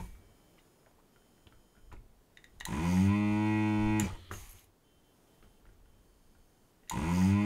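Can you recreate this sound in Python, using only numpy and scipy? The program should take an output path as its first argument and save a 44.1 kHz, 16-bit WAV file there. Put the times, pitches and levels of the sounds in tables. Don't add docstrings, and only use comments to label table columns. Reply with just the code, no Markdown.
import sys
import numpy as np
from scipy import signal
from scipy.fft import rfft, irfft, next_fast_len
from scipy.io import wavfile
from scipy.ndimage import uniform_filter1d

SR = 44100
rng = np.random.default_rng(int(sys.argv[2]) if len(sys.argv) > 2 else 0)


def gain_from_decibels(decibels):
    exponent = np.asarray(decibels, float) / 20
    return 10 ** exponent


def wav_record(signal):
    frames = np.transpose(np.atleast_2d(signal))
    bounded = np.clip(frames, -1, 1)
    quanta = np.round(bounded * 32767).astype(np.int16)
    wavfile.write(sys.argv[1], SR, quanta)


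N = 328545
T = np.arange(N) / SR

# (time [s], one for each run)
STARTS_S = (2.665, 6.91)
STOP_S = 4.005
FULL_HZ = 107.5
# (time since start [s], speed [Hz])
SPIN_UP = [(0.0, 37.74), (0.03, 49.9), (0.062, 62.03), (0.125, 78), (0.178, 85.5), (0.24, 89.43),
           (0.33, 94), (0.368, 96.9), (0.459, 101.6)]
# (time [s], speed [Hz])
RUN_SPEED = [
    [(3.15, 103.2), (3.21, 103.9), (3.294, 104.3), (3.496, 107.3), (3.582, 107.2), (3.794, 105.7),
     (3.944, 107.2), (3.995, 107.1)],
    [(7.45, 104.4)],
]
# (time [s], closed share [0-1])
SEAL = [
    (3.06, 0.2),
    (3.11, 0.44),
    (4.0, 0.47),
    (4.03, 0.22),
    (7.18, 0.19),
    (7.3, 0.2),
    (7.35, 0.39),
]
# (level with nozzle open [dB], level with nozzle sealed [dB])
STROKE_PUSH = [
    (-35.5, -32),
    (-33.5, -36.5),
    (-38, -35),
    (-36, -35.5),
]
# (pitch [Hz], width [Hz], level [dB])
SHAKE_MODES = [(79.7, 2.3, 1), (99.9, 4.3, 5.5), (129.5, 12, 6.5), (177.5, 7, 1.5), (189.1, 9.6, 10.5),
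               (201.3, 17.4, 6), (223.4, 9.2, 7), (265, 2.3, 2), (286.7, 34, -2), (321.5, 29.3, -0.5),
               (346, 4.9, -3), (362.6, 2, 7.5), (387, 12, 0.5)]
# (pitch [Hz], width [Hz], level [dB])
OPEN_CASE = [(320, 33, 10), (415, 77, -9), (525.4, 20, -2), (597, 21, -10.5), (735, 23, -9),
             (845, 15, -1.5), (915, 26, 2.5), (965, 95, 0), (1002, 78, 1), (1230, 76, -17.5),
             (1271, 28, -4.5), (1530, 230, -18), (1650, 22, -8.5), (1876, 16, -11), (1957, 39, -3.5),
             (2330, 440, -20.5), (2448, 53, -15.5), (2635, 29, -6.5), (3080, 57, -30), (3380, 86, -24),
             (4240, 97, -29.5), (474, 40, -10), (629, 28, -9.5), (693, 31, -10.5)]
# (pitch [Hz], width [Hz], level [dB])
SEALED_CASE = [(525, 24, -7), (623, 26, -2), (744, 24, -6), (855, 26, 3), (951, 24, 3), (1011, 16, 9),
               (1147, 45, -10), (1244, 24, -9), (1394, 74, -9), (1493, 34, -8), (1601, 18, -10),
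               (1936, 15, 2), (2003, 15, -4), (2053, 19, -2), (2148, 22, -1), (2243, 27, -3),
               (2420, 29, -2), (2399, 93, -3), (2465, 30, 1), (2605, 63, -7), (2704, 15, -6),
               (2773, 27, -11), (3076, 50, -7), (3104, 171, -14), (3431, 25, -15), (3510, 43, -10),
               (4160, 40, -12), (4400, 120, -17), (1466, 18, -9), (1968, 16, -6), (2088, 16, -5),
               (2575, 20, -10)]
# (pitch [Hz], width [Hz], level [dB])
SEALED_SHELL = [(4640, 23, 9.5), (4930, 33, -1), (5330, 200, -1), (5950, 87, -17), (6150, 60, -9),
                (6650, 122, -5), (7050, 88, -1.5)]
# (pitch [Hz], width [Hz], share removed [0-1])
DEAD_SPOTS = [(1045, 20, .4), (1360, 30, .5), (1560, 30, .6), (1740, 190, .45), (2120, 14, .7),
              (2358, 26, .75), (2683, 22, .6), (5400, 400, .6)]

# (pitch [Hz], level per Hz [dB])
HISS_COLOUR = [(1760, -23), (3000, 4), (4810, -8.5), (5230, -8), (6720, -0.5), (7610, -7.5), (8390, -1.5),
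               (15800, -22.5)]
# (pitch [Hz], width [Hz], level [dB])
NOZZLE_PIPE = [(4460, 97, -11), (4600, 60, -6), (4984, 52, -2), (5480, 38, -7.5), (5950, 100, -4),
               (6510, 64, -1), (6910, 110, -5.5), (8230, 85, -9), (8690, 30, -20), (9300, 75, -23),
               (9700, 100, -18), (10500, 85, -14), (11330, 30, -8.5), (11700, 36, -14), (12400, 89, -20),
               (13200, 200, -20), (13800, 98, -16), (14400, 60, -20), (15100, 57, -20), (15450, 190, -16)]
# (time [s], level [dB])
SIGH = [
    (4.09, -47),
    (4.094, -67),
    (4.176, -63),
    (4.3, -62),
]
# (time [s], level [dB], fading [dB per s],
# length [s])
AIR_RUSHES = [
    (-0.04, -56.5, 74, 0.22),
    (4.31, -52.5, 46, 0.33),
]
# (pitch [Hz], level per Hz [dB])
RUSH_COLOUR = [(290, -39), (500, -17), (687, -8), (749, -4.5), (1190, -5), (1420, -12), (2150, -3),
               (5190, -12), (6540, -10.5), (11200, -9), (15800, -15.5)]
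# (pitch [Hz], width [Hz], level [dB])
LEAK = [(6500, 150, 6.5), (6600, 60, -3), (6850, 200, -1), (8800, 88, -1), (9500, 82, 2), (10900, 60, -7),
        (11300, 200, 0), (12300, 150, -7), (12800, 52, -9), (13300, 80, -7), (14200, 90, -4),
        (10300, 80, -4)]
# (time [s], peak level [dB], pitch [Hz])
SQUEAKS = [(4.4917, -40.5, 11400), (4.4964, -48, 11300), (4.5064, -44, 11300), (4.5114, -41, 12300),
           (4.5204, -45, 11300), (4.5284, -43, 11800), (4.5864, -59, 11900), (4.592, -46, 11800),
           (4.6054, -63, 11500), (4.6104, -55, 11800), (4.6304, -63, 11000), (4.6407, -49, 11300)]

# (time [s], peak level [dB], ring pitch [Hz], 60 dB decay [s], crack level [dB])
JOLTS = [(0.0, -37, 902, 0.067, -11), (0.03, -45.5, 977, 0.065, -15), (2.609, -34, 920, 0.015, -2),
         (2.664, -26.5, 902, 0.048, -35), (2.685, -30, 940, 0.053, -22), (4.02, -38.5, 2400, .15, -23),
         (4.045, -54, 5950, 0.089, -25), (4.056, -43, 930, 0.045, -11), (4.077, -31, 874, 0.049, -18),
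         (4.102, -30, 1230, 0.021, -17), (4.038, -32, 2340, 0.068, -25), (4.044, -40, 1960, .04, -25),
         (4.064, -42, 2050, .03, -25), (3.998, -23, 2770, 0.023, -19), (4.15, -43, 943, .07, -17),
         (4.336, -38.5, 2810, 0.047, -7), (6.911, -20, 909, 0.056, -18), (6.933, -27.5, 943, 0.12, -26)]
# (time since start [s], peak level [dB], ring pitch [Hz], 60 dB decay [s], crack level [dB])
START_JOLTS = [
    (.05, -35, 795, 0.034, -17),
    (.062, -28.5, 1014, 0.044, -2.5),
    (0.082, -27, 980, 0.043, -16),
    (.108, -24.5, 984, 0.035, -10),
    (.155, -30, 960, 0.046, -16),
    (0.131, -28.5, 940, 0.064, -5.5),
    (0.178, -29, 966, 0.12, -20),
    (.196, -31.5, 1010, .07, -13),
    (.262, -33.5, 909, 0.17, -14),
    (.305, -34.5, 1883, 0.054, -1),
]
# (time [s], peak level [dB], brightness [dB],
# lever snap level [dB], spring ring level [dB])
TRIGGER = [(1.926, -53, 0, -6, -40), (2.3718, -34.5, -22, -10, -11), (2.4416, -36.5, -14, -8, -17),
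           (2.601, -38.5, -2, 4.5, -35), (2.608, -27, -18, -8, -44), (2.6526, -21.5, -3, -2, -30),
           (3.9974, -20, -0.5, -5, -28), (4.336, -35, -8, -15, -22), (6.8334, -48, -28, -24, -28),
           (6.8757, -45, -26, -24, -28), (6.886, -48, -18, -3, -30), (6.8962, -23, -2.5, -0.5, -28),
           (6.9183, -36, -4, -18, -21)]
# (pitch [Hz], width [Hz], level [dB])
TRIGGER_MODES = [(1910, 114, 1.5), (2850, 110, -7), (3776, 200, 0), (5950, 650, -3), (7000, 500, 11),
                 (8900, 1150, 0), (11000, 970, 1.5), (14200, 1700, -5)]
# (time [s], peak level [dB], ring pitch [Hz], 60 dB decay [s], crack level [dB])
TAPS = [(0.151, -53.5, 1240, 0.02, 4), (0.579, -54, 1220, .02, -8), (0.583, -53.5, 2060, 0.036, -1),
        (0.589, -53, 2860, .03, -6), (0.596, -59, 3700, .03, -9), (0.832, -57, 1290, .015, -5),
        (0.862, -51, 1500, 0.013, 0), (0.868, -44.5, 620, 0.014, -11), (0.876, -54, 970, 0.024, -8),
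        (0.912, -51, 650, 0.018, -10), (0.983, -56, 850, 0.03, -16), (0.99, -56, 940, .04, -9),
        (0.998, -59, 1130, 0.024, -4), (1.161, -52, 1410, 0.025, 1), (1.221, -60, 1500, .015, 3),
        (1.38, -63, 1390, .02, 5), (1.47, -42, 3080, 0.019, -1.5), (1.479, -62, 4030, 0.018, 0),
        (1.524, -51.5, 1320, 0.032, 0), (1.544, -61, 1390, .03, 0), (1.752, -53, 1390, 0.02, -6),
        (1.766, -56, 1455, .06, -10), (1.916, -45.5, 1300, 0.037, -4), (1.92, -49.5, 1810, .03, -2),
        (1.926, -41, 950, 0.026, -7), (1.932, -56, 2620, 0.034, -5), (1.966, -52.5, 2190, 0.025, -10),
        (4.312, -26.5, 1270, 0.013, -12), (4.313, -32.5, 1650, 0.028, -20), (4.585, -50.5, 3150, 0.028, -4),
        (5.426, -52, 1270, 0.026, 5.5), (5.437, -62, 1400, .04, -2), (5.654, -53, 1400, 0.02, 0),
        (5.665, -60, 1900, .02, 6), (5.691, -55.5, 1430, 0.025, -2), (5.858, -59, 1500, 0.02, 0),
        (6.35, -62, 1440, 0.055, 0), (2.6095, -41, 2920, 0.032, -10)]
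# (time [s], peak level [dB], 60 dB decay [s])
BENCH_PUSHES = [(0.0, -39.5, 0.61), (0.25, -60, 0.23), (0.95, -67, 0.88), (1.58, -59, 0.4),
                (1.82, -62, 0.29), (1.95, -46, 0.7), (2.57, -55.5, 1.2), (2.655, -54, .15),
                (2.82, -47, 0.39), (3.34, -44, 0.17), (3.55, -49, 0.2), (3.86, -34, 0.42),
                (4.15, -45.5, 0.18), (4.36, -45.5, 0.82), (4.98, -61, 0.22), (5.46, -59, 0.29),
                (5.66, -57, 3.1), (6.12, -88, .4), (6.41, -64, 0.19), (6.97, -55, .6), (7.07, -47, 0.4),
                (7.45, -54, 0.32)]
# (time [s], peak level [dB], 60 dB decay [s])
MAT_KNOCKS = [(0.0, -42, 0.24), (0.184, -59, 0.77), (1.472, -52, 0.038), (1.532, -60, 0.19),
              (1.782, -55.5, 0.083), (1.932, -45, 0.13), (4.04, -36, 0.52), (4.312, -40, 0.28),
              (4.548, -57, 0.2), (4.668, -61, 0.21), (5.438, -56, 0.22), (5.662, -59, 0.48),
              (5.934, -62, 0.42)]
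# (pitch [Hz], level [dB], 60 dB decay [s])
STAND = [
    (2290, -65.5, 1.23),
    (1890, -69, 0.89),
    (900, -47, 0.074),
    (178.5, -41, 0.28),
]
# (multiple of the switching rate, light load [dB], medium load [dB], heavy load [dB])
WHINE = [(8, -110, -90, -110), (9, -83, -79.5, -86), (10, -110, -90, -110), (13, -110, -110, -90),
         (14, -104, -110, -95), (15, -87, -92, -92), (18, -110, -110, -96), (19, -92, -88, -88.5),
         (20, -86, -110, -110), (21, -102, -110, -93), (24, -98, -110, -110), (26, -94, -110, -89),
         (27, -89, -105, -92), (28, -90, -88, -110), (29, -103, -93, -110), (31, -110, -110, -91),
         (32, -99, -97, -110), (33, -95, -98, -100), (37, -104, -110, -94)]
# (on [s], off [s], load [0-2], level [dB], extra level of lowest lines [dB])
HEATER_ON = [(.21, .6, 0, -1, 2), (.6, .92, 0, 0, -20), (1.13, 1.92, 0, 0, 0), (2.35, 2.6, 0, -3, -6),
             (4.84, 5.01, 1, -2, 3), (5.04, 5.13, 1, -2, 3), (5.13, 5.27, 1, 1, -18), (5.27, 5.6, 1, 0, -2),
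             (5.67, 5.74, 1, 0, -12), (5.85, 6.05, 1, -3, -3), (6.05, 6.72, 2, 0, -2)]
# (pitch [Hz], level per Hz [dB])
ROOM_COLOUR = [(12, -49), (20, 2.5), (65, -15.5), (81, -9), (216, -8.5), (347, -10), (459, -11.5),
               (499, -14.5), (897, -18.5), (1000, -20.5), (2600, -29.5), (3160, -28), (3840, -31),
               (6720, -31.5), (16000, -33.5)]


def pump():
    hz, since, coasting, turning = motor()
    shut = np.clip(2 * seal(), 0, 1)
    turns = np.cumsum(hz) / SR
    turns = turns - 0.46 * (T < STOP_S + 1)
    shake = shaking(hz, since, coasting, turning, shut, turns)

    rough_open, rough_sealed, rough_coast = 0.3, 0.018, 0.5
    rough = rough_open + (rough_sealed - rough_open) * shut
    rough = np.clip(np.where(coasting > 0, rough_coast, rough), 0, 1)
    angle = np.pi * (turns % 1 + 1e-9)
    slaps = (np.sin(141 * angle) - np.sin(9 * angle)) / np.sin(angle)
    stroke_db = 1.5 * rng.standard_normal(N // 200)[(turns + 0.5).astype(int)]
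    slaps = slaps * gain_from_decibels(stroke_db * (0.1 + 2.5 * rough))
    puff_shape = 0.25 + np.exp(-(2 * turns % 1) / 0.35)
    puffs = band(rng.standard_normal(N) * puff_shape, 750, 9000)
    drive = np.sqrt(1 - rough) * level(slaps) + np.sqrt(rough) * level(puffs)

    opened = level(ring(drive, OPEN_CASE, drift_db=1.0, rate=12))
    sealed = sealed_case(drive)
    tight = np.clip((seal() - 0.12) / 0.3, 0.15, 1)
    buzz_hz, buzz_width_hz, buzz_db = 85.5, 2.3, 4.5
    buzz = buzz_db / (1 + ((hz - buzz_hz) / buzz_width_hz) ** 2)
    open_db, sealed_db, coast_db_per_s, speed_power, rise_s = -38, 0.7, 118, 0.79, 0.031
    loud = gain_from_decibels(open_db + sealed_db * shut + buzz - coast_db_per_s * coasting)
    loud = loud * turning * (hz / FULL_HZ) ** speed_power * (1 - np.exp(-since / rise_s))
    loose = (coasting > 0) * gain_from_decibels(-11) * level(band(puffs, 683, 3600))
    clatter = loud * (np.sqrt(1 - tight) * opened + loose)
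    return shake + loud * np.sqrt(tight) * sealed, clatter, turns


def shaking(hz, since, coasting, turning, shut, turns):
    speed_power, rise_s, coast_db_per_s = 2.23, 0.015, 89
    top_hz, top_db = 345.7, -12.5
    force = turning * (hz / FULL_HZ) ** speed_power * (1 - np.exp(-since / rise_s))
    out = 0
    for k, (open_db, sealed_db) in enumerate(STROKE_PUSH, 1):
        lift = sum(gain_from_decibels(db) / (1 + 2j * (k * hz[::32] - mode_hz) / width) for mode_hz, width, db in SHAKE_MODES)
        lift = np.interp(T, T[::32], lift)
        lift = lift * gain_from_decibels(top_db / (1 + np.exp((top_hz - k * hz) / 2)))
        lift = lift * gain_from_decibels(-k * coast_db_per_s * coasting)
        push = np.sqrt(2) * force * gain_from_decibels(open_db + (sealed_db - open_db) * shut)
        out = out + push * np.real(1j * lift * np.exp(2j * np.pi * k * turns))
    return out


def sealed_case(drive):
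    out = level(ring(band(drive, 456, 3400, order=3), SEALED_CASE, drift_db=0.5))
    out = out + level(ring(drive, SEALED_SHELL, drift_db=4.0, rate=5), -33.5)
    for hz, width, share in DEAD_SPOTS:
        out = out - share * ring(out, [(hz, width, 0)])
    return out


def motor():
    coast_hz_per_s, coast_s = 322, 0.17
    last_hz = RUN_SPEED[0][-1][1]
    stop = [(STOP_S, last_hz), (STOP_S + coast_s, last_hz - coast_hz_per_s * coast_s)]
    ups = [[(start + s, hz) for s, hz in SPIN_UP] for start in STARTS_S]
    points = ups[0] + list(RUN_SPEED[0]) + stop + ups[1] + list(RUN_SPEED[1])
    hz = np.interp(T, *np.transpose(points))
    second = T > STARTS_S[1]
    coasting = np.where(second, 0, np.maximum(T - STOP_S, 0))
    since = np.maximum(T - np.where(second, STARTS_S[1], STARTS_S[0]), 0)
    turning = uniform_filter1d(1.0 * ((since > 0) & (coasting < coast_s)), size=300)
    return hz, since, coasting, turning


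def seal():
    return np.clip(np.interp(T, *np.transpose(SEAL)), 0, 1)


def nozzle_air(turns):
    hz = motor()[0]
    throb = 1 + 0.33 * np.cos(2 * np.pi * turns) * (1.6 - hz / FULL_HZ)
    pipe = level(ring(rng.standard_normal(N), NOZZLE_PIPE, drift_db=1.5, rate=9))
    best_hz, best_width_hz, best_db = 90.7, 4.3, 10
    whistle = (1 - 1.3 * seal()) * (hz / FULL_HZ) ** 2.4 * pipe
    whistle = whistle * gain_from_decibels(best_db / (1 + ((hz - best_hz) / best_width_hz) ** 2))
    flutter = gain_from_decibels(0.5 * walk(25))
    return flow() * level(throb * flutter * (noise(HISS_COLOUR) + whistle), 0.85)


def flow():
    hz, since, coasting, turning = motor()
    air_db, sealed_db, speed_power = -47, -17.5, 0.18
    vent_db, vent_t60_s = -52, 0.59
    drawn = turning * (hz / FULL_HZ) ** speed_power * gain_from_decibels(air_db + sealed_db * np.clip(2 * seal(), 0, 1))
    vent = gain_from_decibels(vent_db) * np.exp(-np.log(1000) * coasting / vent_t60_s)
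    return uniform_filter1d(np.where(coasting > 0, vent, drawn), size=200)


def vacuum_sigh():
    white = rng.standard_normal(N)
    breath = band(white, 3000, 3600) + 0.74 * band(white, 3700, 4200) + 0.07 * band(white, 5900, 13000)
    breath = breath + 0.84 * band(white, 1220, 1330) + 0.48 * band(white, 1660, 2500)
    return gain(SIGH) * level(breath)


def air_rush():
    rise_s, end_s = 0.0071, 0.029
    loud = 0
    for s, db, fade_db, length in AIR_RUSHES:
        t = np.maximum(T - s, 0)
        ending = np.exp(-np.maximum(t - length, 0) / end_s)
        loud = loud + gain_from_decibels(db - fade_db * t) * (1 - np.exp(-t / rise_s)) * ending
    leak = level(ring(rng.standard_normal(N), LEAK, drift_db=3.0, rate=14))
    return loud * gain_from_decibels(0.94 * walk(40)) * (noise(RUSH_COLOUR) + 0.63 * leak)


def leak_squeaks():
    white, out = rng.standard_normal(N), np.zeros(N)
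    spit = level(band(white, 4800, 11000))
    for s, db, hz in SQUEAKS:
        add(out, s, 0.025, db - 7, level(band(white, 0.92 * hz, 1.05 * hz)), rise_s=0.001)
        add(out, s, 0.012, db - 7, spit)
    return out


def trigger():
    white, out = rng.standard_normal(N), np.zeros(N)
    kick_at = ((np.array(TRIGGER)[:, 0] + 0.0007) * SR).astype(int)
    snap = white + 5 * np.bincount(kick_at, minlength=N)
    body = level(ring(snap, TRIGGER_MODES[:2]))
    lever = level(ring(snap, TRIGGER_MODES[2:3]))
    high = level(ring(snap, TRIGGER_MODES[3:]))
    spring_hz, spring_t60_s = 3670, 0.11
    spring = np.sin(2 * np.pi * spring_hz * T) * gain_from_decibels(4.0 * walk(120))
    for s, db, bright_db, lever_db, spring_db in TRIGGER:
        click = 0.5 * body + gain_from_decibels(lever_db + 1) * lever + gain_from_decibels(bright_db + 3.5) * high
        add(out, s, 0.016, db - 6, click, rise_s=0.00089)
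        add(out, s, spring_t60_s, db + spring_db - 12, spring)
        add(out, s, 0.14, db - 26, body + gain_from_decibels(bright_db) * high)
    return out


def jolts_and_taps():
    white, out = rng.standard_normal(N), np.zeros(N)
    add(out, 4.312, 0.036, -40, level(band(white, 220, 1140)), rise_s=0.00047)
    jolts = list(JOLTS) + [(start + s, *rest) for start in STARTS_S for s, *rest in START_JOLTS]
    tap_rise_s, jolt_rise_s = 0.00046, 0.0024
    hits = [(*row, tap_rise_s) for row in TAPS] + [(*row, jolt_rise_s) for row in jolts]
    crack = level(band(white, 290, 2500, order=3))
    for s, db, hz, t60, crack_db, rise_s in hits:
        tone = np.sin(2 * np.pi * hz * (T - s)) + 0.54 * np.sin(2 * np.pi * 1.09 * hz * (T - s))
        add(out, s, t60, db - 5, tone, rise_s=rise_s)
        add(out, s, 0.81 * t60, db + crack_db - 8, crack, rise_s=0.00037)
        add(out, s, 2.1 * t60, db + crack_db - 25, crack)
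    return out


def bench():
    out = bumps(BENCH_PUSHES, 183) * level(band(rng.standard_normal(N), 9, 53))
    mat_modes = [(91.2, 11.0, 4.0), (205, 14.3, -9.5), (329, 82, -13.5)]  # (Hz, width Hz, dB)
    out += bumps(MAT_KNOCKS, 1500) * level(ring(rng.standard_normal(N), mat_modes))
    for hz, db, t60 in STAND:
        add(out, 0, t60, db, np.sin(2 * np.pi * hz * T))
    hz, db, t60 = STAND[1]
    add(out, STOP_S, t60, db + 11, np.sin(2 * np.pi * hz * T))
    return out


def heater():
    switch_hz = 343.13
    lines = [np.sqrt(2) * np.sin(2 * np.pi * (k * switch_hz * T + rng.random())) for k, *_ in WHINE]
    lines, table = np.array(lines), np.array(WHINE)
    lowest = table[:, 0] <= 10
    out = 0
    for on, off, load, db, low_db in HEATER_ON:
        whine = gain_from_decibels(table[:, 1 + load] + low_db * lowest) @ lines
        out = out + gain_from_decibels(db) * uniform_filter1d(1.0 * ((T > on) & (T < off)), size=300) * whine
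    return out


def room_echo(near):
    tail = np.zeros(SR // 2)
    add(tail, 0.004, 0.2, 0, band(rng.standard_normal(N), 170, 4300, order=1))
    return gain_from_decibels(-13) * signal.fftconvolve(near, tail / np.sqrt(np.sum(tail ** 2)))[:N]


def quiet_workshop():
    return gain_from_decibels(-66 + 1.1 * walk(2.71)) * noise(ROOM_COLOUR)


def level(x, db=0):
    return x * gain_from_decibels(db) / np.sqrt(np.mean(x ** 2))


def band(x, lo_hz, hi_hz, order=2):
    sos = signal.butter(order, [lo_hz, min(hi_hz, 0.48 * SR)], "band", fs=SR, output="sos")
    return signal.sosfilt(sos, x)


def ring(x, modes, drift_db=0, rate=4):
    swell = gain_from_decibels(walk(rate) * drift_db) if drift_db else np.ones(1)
    out = 0
    for k, (hz, width, db) in enumerate(modes):
        mode = signal.lfilter(*signal.iirpeak(hz, hz / width, SR), x)
        out = out + (-1) ** k * gain_from_decibels(db) * np.roll(swell, 37000 * k) * mode
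    return out


def noise(points):
    hz, db = np.transpose(points)
    size = next_fast_len(N)
    log_hz = np.log(np.arange(size // 2 + 1) * SR / size + 1)
    spectrum = rfft(rng.standard_normal(size)) * gain_from_decibels(np.interp(log_hz, np.log(hz), db))
    return level(irfft(spectrum, size)[:N])


def gain(table, edge_s=0.0033):
    rows = [(table[0][0] - edge_s, -120), *table, (table[-1][0] + 4 * edge_s, -120)]
    return gain_from_decibels(np.interp(T, *np.transpose(rows)))


def walk(rate):
    k = int(SR / rate)
    steps = np.repeat(rng.standard_normal(N // k + 1), k)
    return 1.3 * uniform_filter1d(uniform_filter1d(steps, k), k)[:N]


def add(out, start_s, t60_s, db, sound, rise_s=0.00084):
    i = int(max(start_s, 0) * SR)
    t60_s = max(t60_s, 0.004)
    t = T[:min(N - i, int(1.3 * SR * t60_s))]
    shape = (1 - np.exp(-t / rise_s)) * np.exp(-np.log(1000) * t / t60_s)
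    out[i:i + len(t)] += gain_from_decibels(db) * shape * sound[i:i + len(t)]


def bumps(rows, rise_db_per_s):
    t = T[::16]
    total = sum(gain_from_decibels(db + np.minimum((t - s) * rise_db_per_s, (s - t) * 60 / t60)) for s, db, t60 in rows)
    return np.interp(T, t, total)


def scene():
    shake, clatter, turns = pump()
    air = nozzle_air(turns) + vacuum_sigh() + air_rush() + leak_squeaks()
    near = clatter + air + trigger() + jolts_and_taps()
    return (shake + near + room_echo(near) + bench() + heater() + quiet_workshop())[None]


def low_pass(x):
    return signal.sosfilt(signal.butter(12, 16590, fs=SR, output="sos"), x)


def record(dry):
    cut = signal.sosfilt(signal.ellip(12, 0.2, 45, 15730, fs=SR, output="sos"), dry)
    return low_pass(cut)


dry = scene()
out = record(dry)
wav_record(out)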